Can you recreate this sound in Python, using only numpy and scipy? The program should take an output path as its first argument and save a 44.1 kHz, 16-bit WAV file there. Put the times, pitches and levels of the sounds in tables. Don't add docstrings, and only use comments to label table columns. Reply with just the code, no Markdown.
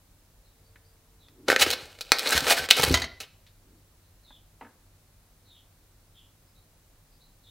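import sys
import numpy as np
from scipy import signal
from scipy.fft import rfft, irfft
from scipy.io import wavfile
from scipy.ndimage import uniform_filter1d

SR = 44100
rng = np.random.default_rng(int(sys.argv[2]) if len(sys.argv) > 2 else 0)


def dump(signal):
    limited = np.clip(np.atleast_2d(signal).T, -1, 1)
    pcm = np.round(limited * 32767).astype(np.int16)
    wavfile.write(sys.argv[1], SR, pcm)


N = 330750
T = np.arange(N) / SR
SIZE = 16384

# (t/s, level of the crackle/dB)
PEEL = [
    [(1.49, -67), (1.52, -67.5), (1.656, -43), (1.854, -53), (2.024, -56), (2.11, -53.5)],
    [(2.125, -53.5), (2.261, -30), (2.361, -30), (2.569, -38.5), (2.66, -36)],
    [(2.705, -35), (2.863, -28), (2.903, -31), (3.02, -44)],
]
# (f/Hz, level/dB)
FOIL = [(40, -39.5), (110, -26.5), (220, -8.5), (400, -4.5), (600, -2), (1050, -6.5), (1600, -3),
        (4000, -3.5), (6000, -8.5), (10000, -14), (15500, -18.5)]
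# (f/Hz, width/Hz, lift/dB)
POT = [(513, 43, 6.5), (670, 37, 0.5), (802, 48, 3.5), (1346, 36, 5.5), (1426, 21, 4.5), (1538, 23, 8),
       (1840, 13, 1.5), (2200, 28, 4.5), (2444, 49, 5.5), (2961, 77, 3.5), (3050, 29, -0.5),
       (3570, 39, 0.5), (4050, 90, 6), (4360, 40, 5), (5280, 19, 4.5)]
# (flap ring f/Hz, tilt/dB per octave)
FLAP = [(520, -3), (1450, -4), (1750, 0), (2500, 0), (3000, 4), (4000, 2.5), (7500, 5)]


def undb(db):
    return 10 ** (np.asarray(db) / 20)


def unit(x):
    return x / np.sqrt(np.mean(x ** 2) + 1e-30)


def freqs(x):
    return np.maximum(np.fft.rfftfreq(len(x), 1 / SR), 1)


def on_log(f, points):
    hz, value = np.transpose(points)
    return np.interp(np.log(f), np.log(hz), value)


def colour(x, points, tilt_db=0):
    f = freqs(x)
    octaves = np.log2(np.maximum(f, 250) / 2000)
    level_db = on_log(f, points) + tilt_db * octaves
    cepstrum = irfft(np.log(undb(level_db)), len(x))
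    cepstrum[1:len(x) // 2] *= 2
    cepstrum[len(x) // 2 + 1:] = 0
    return irfft(rfft(x) * np.exp(rfft(cepstrum)), len(x))


def resonance(f, hz, width):
    return 1 / (1 + 1j * (f * f - hz * hz) / (f * width))


def ring(x, modes):
    f, spectrum = freqs(x), rfft(x)
    for hz, width, db in modes:
        spectrum = spectrum * (1 + (undb(db) - 1) * resonance(f, hz, width))
    return irfft(spectrum, len(x))


def band(x, lo_hz, hi_hz):
    edges = [lo_hz, min(hi_hz, .45 * SR)]
    return signal.sosfilt(signal.butter(3, edges, "band", fs=SR, output="sos"), x)


def add(out, s, sound, db):
    start = int(s * SR)
    sound = sound * np.minimum(np.linspace(2, 0, len(sound)), 1)
    sound = sound * undb(db) * np.sqrt(.02 * SR / np.sum(sound ** 2))
    out[start:start + len(sound)] += sound[:N - start]


def swell(t, rise_s, fall_s):
    return 1 / np.cosh(np.minimum(np.maximum(-t / rise_s, t / fall_s), 20))


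def walk(size, per_s):
    step = int(SR / per_s)
    levels = np.repeat(rng.standard_normal(200), step)[:size]
    return unit(uniform_filter1d(levels, step))


def slips(size, per_s, spread_db):
    breaks_now = rng.random(size) < per_s / SR
    strength = rng.exponential(size=size)
    sign = rng.choice([-1, 1], size)
    return unit(breaks_now * sign * undb(spread_db * np.minimum(strength, 4)))


def blow(decay_s, chatter):
    force = slips(SIZE, per_s=9000, spread_db=1) * np.exp(-T[:SIZE] / max(decay_s, 1e-4))
    force *= chatter / np.sqrt(np.sum(force ** 2))
    force[0] += 1
    return force


def background(rustle_hz=290, rustle_width=130):
    # (f/Hz, level/dB per Hz)
    air_colour = [(12, -31.5), (20, -5), (45, 3), (66, -10), (92, -0.5), (122, -13.5), (153, -6),
                  (185, -15), (289, -16.5), (416, -21), (519, -20), (3170, -31.5), (4070, -28.5),
                  (4680, -30.5), (15500, -31.5)]
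    # (t/s of the peak, level/dB)
    rustles = [(1.45, -54), (3.73, -62)]
    air_db = -60
    mains_hz, mains_db = 98.6, -69
    tone_hz, tone_db = 451.3, -75.5
    tone_on_s, tone_off_s, tone_fade_s = 0.52, 2.8, .06
    rustle_rise_s, rustle_fall_s = 0.062, .04

    air = unit(colour(rng.standard_normal(N), air_colour)) * undb(air_db)
    mains = np.sqrt(2) * np.sin(2 * np.pi * mains_hz * T) * undb(mains_db)
    sounding = np.clip(np.minimum(T - tone_on_s, tone_off_s - T) / tone_fade_s, 0, 1)
    tone = np.sqrt(2) * np.sin(2 * np.pi * tone_hz * T) * undb(tone_db) * sounding
    rustle_filter = resonance(freqs(T), rustle_hz, rustle_width) ** 2
    rustle = unit(irfft(rfft(rng.standard_normal(N)) * rustle_filter, N))
    rustle_level = sum(undb(db) * swell(T - s, rustle_rise_s, rustle_fall_s) for s, db in rustles)
    return air + mains + tone + rustle * rustle_level


def birds(waver_hz=190, echo_s=.05, bend=0.65):
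    # (t/s, length/s, start f/Hz, level/dB)
    falling_calls = [(.43, 0.064, 4350, -72), (1.187, 0.081, 4250, -65), (4.225, 0.15, 4405, -59.5),
                     (5.437, .16, 4476, -61), (6.139, 0.067, 3660, -59), (7.10, .05, 5150, -72),
                     (7.422, .12, 4190, -60.5)]
    # (t/s, start f/Hz, level/dB)
    rising_chips = [(0.637, 4420, -72), (.835, 4530, -70), (4.03, 3900, -75), (6.45, 4850, -74),
                    (6.545, 3800, -67.5), (7.196, 3934, -63.5)]
    call_fall_hz_per_s = 9000
    chip_s, chip_rise = 0.0425, 0.07

    out, t = np.zeros(N), T[:SIZE]
    calls = [(s, length, hz, hz - call_fall_hz_per_s * length, db) for s, length, hz, db in falling_calls]
    chips = [(s, chip_s, hz, hz * (1 + chip_rise), db) for s, hz, db in rising_chips]
    for s, length, start_hz, end_hz, db in calls + chips:
        progress = np.minimum(t / length, 1)
        glide = start_hz + (end_hz - start_hz) * progress ** bend
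        waver = waver_hz * unit(uniform_filter1d(rng.standard_normal(SIZE), size=60))
        loudness = np.sqrt(np.abs(np.sin(np.pi * progress)))
        chirp = loudness * np.sin(2 * np.pi * np.cumsum(glide + waver) / SR)
        echoes = rng.standard_normal(SIZE) * np.exp(-t / echo_s)
        heard = signal.fftconvolve(chirp, echoes)[:SIZE]
        add(out, s, heard, db + 10 * np.log10(length / .02))
    return out


def taps(ring_width=.2, ring_db=9):
    # (t/s, level/dB, decay/s, tilt/dB per octave, ring f/Hz)
    contacts = [(0.758, -57.5, 0.0061, 1.5, 2070), (1.2847, -61, .003, 8, 4380),
                (3.465, -59.5, 0.021, 11.5, 3800), (4.306, -57.5, .006, -3.5, 900),
                (4.611, -43.5, 0.025, -2.5, 910), (4.648, -51, 0.023, -4.5, 1650)]
    # (f/Hz, level/dB)
    tap_colour = [(100, -27), (240, -1), (400, -9), (510, -2), (720, -8), (880, -4.5), (1150, -6.5),
                  (1650, -4.5), (2500, -11), (4200, -21), (7000, -39.5), (15000, -58)]

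    out = np.zeros(N)
    for s, db, decay_s, tilt_db, hz in contacts:
        tap = colour(blow(decay_s, chatter=5.5), tap_colour, tilt_db)
        add(out, s, ring(tap, [(hz, ring_width * hz, ring_db)]), db)
    return out


def knocks(first_tilt_db=-.5):
    # (t/s, level/dB)
    hits = [(2.9415, -18), (2.953, -34), (2.972, -28.5), (3.0187, -29.5), (3.041, -33)]
    # (f/Hz, width/Hz, lift/dB)
    open_modes = [(670, 48, 14.5), (1014, 50, 9.5), (1410, 19, 11.5), (2016, 65, 18.5), (3120, 59, 14),
                  (3620, 60, 0), (3860, 140, 9), (4320, 250, 8), (4660, 104, 5), (5700, 84, 8),
                  (6520, 130, 11)]
    # (f/Hz, level/dB)
    knock_colour = [(30, -13.5), (70, 6), (130, 0), (400, -10.5), (1000, -2.5), (4000, -0.5), (7000, -4),
                    (15000, -15.5)]
    decay_s = 0.0093
    dulling = 0.13

    out = np.zeros(N)
    for s, db in hits:
        tilt_db = first_tilt_db + dulling * (db - hits[0][1])
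        knock = colour(blow(decay_s, chatter=12), knock_colour, tilt_db)
        add(out, s, ring(knock, open_modes), db)
    return out


def flexes(low_hz=50, high_hz=420):
    # (t/s, level/dB, push length/s)
    pushes = [(1.49, -44.5, .008), (1.609, -41, .012), (1.666, -39, 0.017), (1.828, -52, 0.055),
              (2.35, -30, 0.037), (2.421, -37.5, 0.023), (2.595, -40, .033), (2.794, -31.5, 0.019),
              (2.835, -30.5, 0.023), (2.877, -26.5, 0.023), (2.907, -18, 0.015), (2.925, -23, 0.021),
              (3.066, -48, 0.071)]
    # (f/Hz, width/Hz, level/dB)
    wall_modes = [(75, 8.5, 6), (111.57, 5.5, -1.5), (135, 12, -2.5), (177, 3.9, -15), (232, 22, -9.5),
                  (325, 60, -19)]
    hand_damp_s = .05

    out, t = np.zeros(N), T[:SIZE]
    wall = sum(undb(db) * resonance(freqs(t), hz, width) for hz, width, db in wall_modes)
    for s, db, push_s in pushes:
        push = band(blow(push_s, chatter=1.3), low_hz, high_hz)
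        add(out, s, irfft(rfft(push) * wall) * np.exp(-t / hand_damp_s), db)
    return out


def lid(force, flap_hz, flap_db, tilt_db, top_db, flap_width=0.19):
    foil = [(hz, db + top_db * (hz > 8000)) for hz, db in FOIL]
    flap = (flap_hz, flap_width * flap_hz, flap_db)
    return ring(colour(force, foil, tilt_db), POT + [flap])


def crackle(size, surge_db=3.5, facet_db=8):
    out = 0
    for facet_hz in (1627, 2380, 3240, 4050, 5232, 8125):
        force = slips(size, per_s=900, spread_db=1.5) * undb(surge_db * walk(size, per_s=60))
        out = out + ring(force, [(facet_hz, facet_hz / 6, facet_db)])
    return ring(colour(out, FOIL), POT)


def peeling(wall_db=-6, foil_db=-2, fizz_db=-9, edge_s=.012):
    out = np.zeros(N)
    for pull in PEEL:
        s, db = np.transpose(pull)
        span = slice(int((s[0] - edge_s) * SR), int((s[-1] + edge_s) * SR))
        t = T[span]
        tear = crackle(2 * SIZE)[:len(t)]
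        wall = undb(wall_db) * unit(band(tear, 120, 1400))
        foil = undb(foil_db) * unit(band(tear, 1200, 6600))
        fizz = undb(fizz_db) * unit(band(tear, 6000, 17000))
        fade = np.clip(np.minimum(t - t[0], t[-1] - t) / edge_s, 0, 1)
        out[span] += (wall + foil + fizz) * fade * undb(np.interp(t, s, db))
    return out


def crinkles(count=14, above_db=-4, spread_db=2.5, decay_s=.0008, ring_db=10, low_hz=1400, high_hz=8000):
    out = np.zeros(N)
    for pull in PEEL:
        s, db = np.transpose(pull)
        for when, pitch, strength in rng.random((count, 3)):
            at = s[0] + when * (s[-1] - s[0])
            hz = low_hz * (high_hz / low_hz) ** pitch
            level_db = np.interp(at, s, db) + above_db + spread_db * (2 * strength - 1)
            tick = lid(blow(decay_s, chatter=1), hz, ring_db, on_log(hz, FLAP), 0)
            add(out, at, tick, level_db)
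    return out


def rips(lead=.08):
    # (t/s of the peak, level/dB, rise/s, flap ring f/Hz, ring/dB)
    runs = [(1.508, -25, 0.0081, 518.7, 9.5), (1.54, -34, 0.007, 300.8, 8), (1.6, -24.5, 0.0047, 4290, 5),
            (1.621, -14, 0.0074, 2850, 6), (1.681, -28.5, 0.015, 499.2, 7), (1.732, -26.5, 0.0047, 4087, 6),
            (1.80, -41, .035, 4294, 2.5), (2.16, -35.5, 0.021, 3948, 4.5), (2.269, -28, 0.0079, 4000, 9),
            (2.329, -21, 0.0066, 1650, 6.5), (2.367, -22, 0.011, 1598, 8.5),
            (2.48, -23.5, 0.0073, 622.4, 8), (2.511, -13.8, 0.0099, 672, 10.5),
            (2.582, -24, .011, 1600, 6.5), (2.714, -21.5, .005, 4250, 10.5),
            (2.781, -24.5, 0.0076, 3018, 3.5), (2.837, -19, .0035, 5565, -8),
            (2.883, -30.5, 0.0067, 10980, 6.5), (3.236, -46.5, .008, 3040, 16)]
    stall = 1.15
    usual_db, usual_tilt_db, top_db = -22, 0.26, 0.8
    brightening = 0.1

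    out, t = np.zeros(N), T[:SIZE] - lead
    for s, db, rise_s, hz, ring_db in runs:
        force = swell(t, rise_s, stall * rise_s) * slips(SIZE, per_s=6000, spread_db=3.0)
        tilt_db = usual_tilt_db + brightening * (db - usual_db)
        add(out, s - lead, lid(force, hz, ring_db, tilt_db, top_db), db)
    return out


def snaps(top_db=0.0, loud_db=-20, loud_dulling=0.63):
    # (t/s, level/dB, decay/s,
    # flap ring f/Hz, ring/dB)
    breaks = [(1.4806, -37, 0.00201, 1416, 4), (1.4841, -25.5, 0.0024, 1565, 5.5),
              (1.487, -23, .005, 520, 15), (1.5011, -18.5, 0.0018, 1550, 15),
              (1.518, -24.5, .0015, 1500, 5.5), (1.527, -24, .003, 1428, 8), (1.562, -21, .0011, 1643, 15),
              (1.664, -29.5, 0.004, 330, 7.5), (1.7033, -27.5, .0033, 4047, 9),
              (1.712, -28.5, 0.0036, 4022, 8.5), (1.988, -51.5, 0.0037, 2240, 3),
              (2.009, -34.5, .006, 4111, 7.5), (2.1189, -13, .0018, 2586, 1), (2.186, -32, .002, 4000, 7),
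              (2.1935, -29.5, 0.0034, 3939, 7), (2.26, -32, 0.0027, 1500, 7.5),
              (2.273, -29, .003, 4000, 9.5), (2.292, -32, .001, 6000, 2.5), (2.3068, -30, .001, 7500, 6),
              (2.378, -23, 0.0024, 2500, 0), (2.406, -32.5, .002, 3942, 5), (2.468, -28.5, .003, 1498, 3),
              (2.688, -33.5, .003, 2200, 6.5), (2.7048, -25, .003, 3000, 7.5),
              (2.709, -9.5, .0025, 3013, 13), (2.768, -35, .003, 3070, -1), (2.796, -27, .004, 775, 10),
              (3.2032, -36.5, 0.016, 2680, 4)]

    out = np.zeros(N)
    for s, db, decay_s, hz, ring_db in breaks:
        top = top_db - loud_dulling * max(db - loud_db, 0)
        snap = lid(blow(decay_s, chatter=3.8), hz, ring_db, on_log(hz, FLAP), top)
        add(out, s, snap, db)
    return out


def kitchen(x, early_db=-11, early_s=.01, late_db=-16):
    # (f/Hz, fade time/s)
    room_fade = [(100, 0.5), (500, .5), (2000, 0.44), (4000, 0.42), (8000, 0.14), (15000, 0.21)]

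    t, tail = T[:SR], 0
    for hz in 62.5 * 2 ** np.arange(9):
        noise = band(rng.standard_normal(SR), hz / np.sqrt(2), hz * np.sqrt(2))
        tail = tail + noise * undb(-60 * t / on_log(hz, room_fade))
    tail = unit(tail * np.minimum(t / 0.018, 1))
    early = unit(rng.standard_normal(SR) * np.exp(-t / early_s) * (t > .002))
    echoes = (undb(early_db) * early + undb(late_db) * tail) / np.sqrt(SR)
    return x + signal.fftconvolve(x, echoes)[:N]


def scene():
    # (f/Hz, level/dB per Hz)
    mic_colour = [(25, 6), (100, 5), (200, 5), (1000, 1), (4000, 1), (15000, 1)]

    boom = flexes()
    indoors = taps() + knocks() + boom + peeling() + crinkles() + rips() + snaps()
    mid = background() + birds() + kitchen(indoors)
    mic_noise = undb(-68.0) * unit(colour(rng.standard_normal(N), mic_colour))
    side = mic_noise + undb(-35) * boom
    return np.array([mid + side, mid - side])


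def record(dry):
    top_cut = signal.ellip(12, .1, 70, 15800, fs=SR, output="sos")
    return signal.sosfilt(top_cut, np.clip(dry, -1, 1))


dry = scene()
out = record(dry)
dump(out)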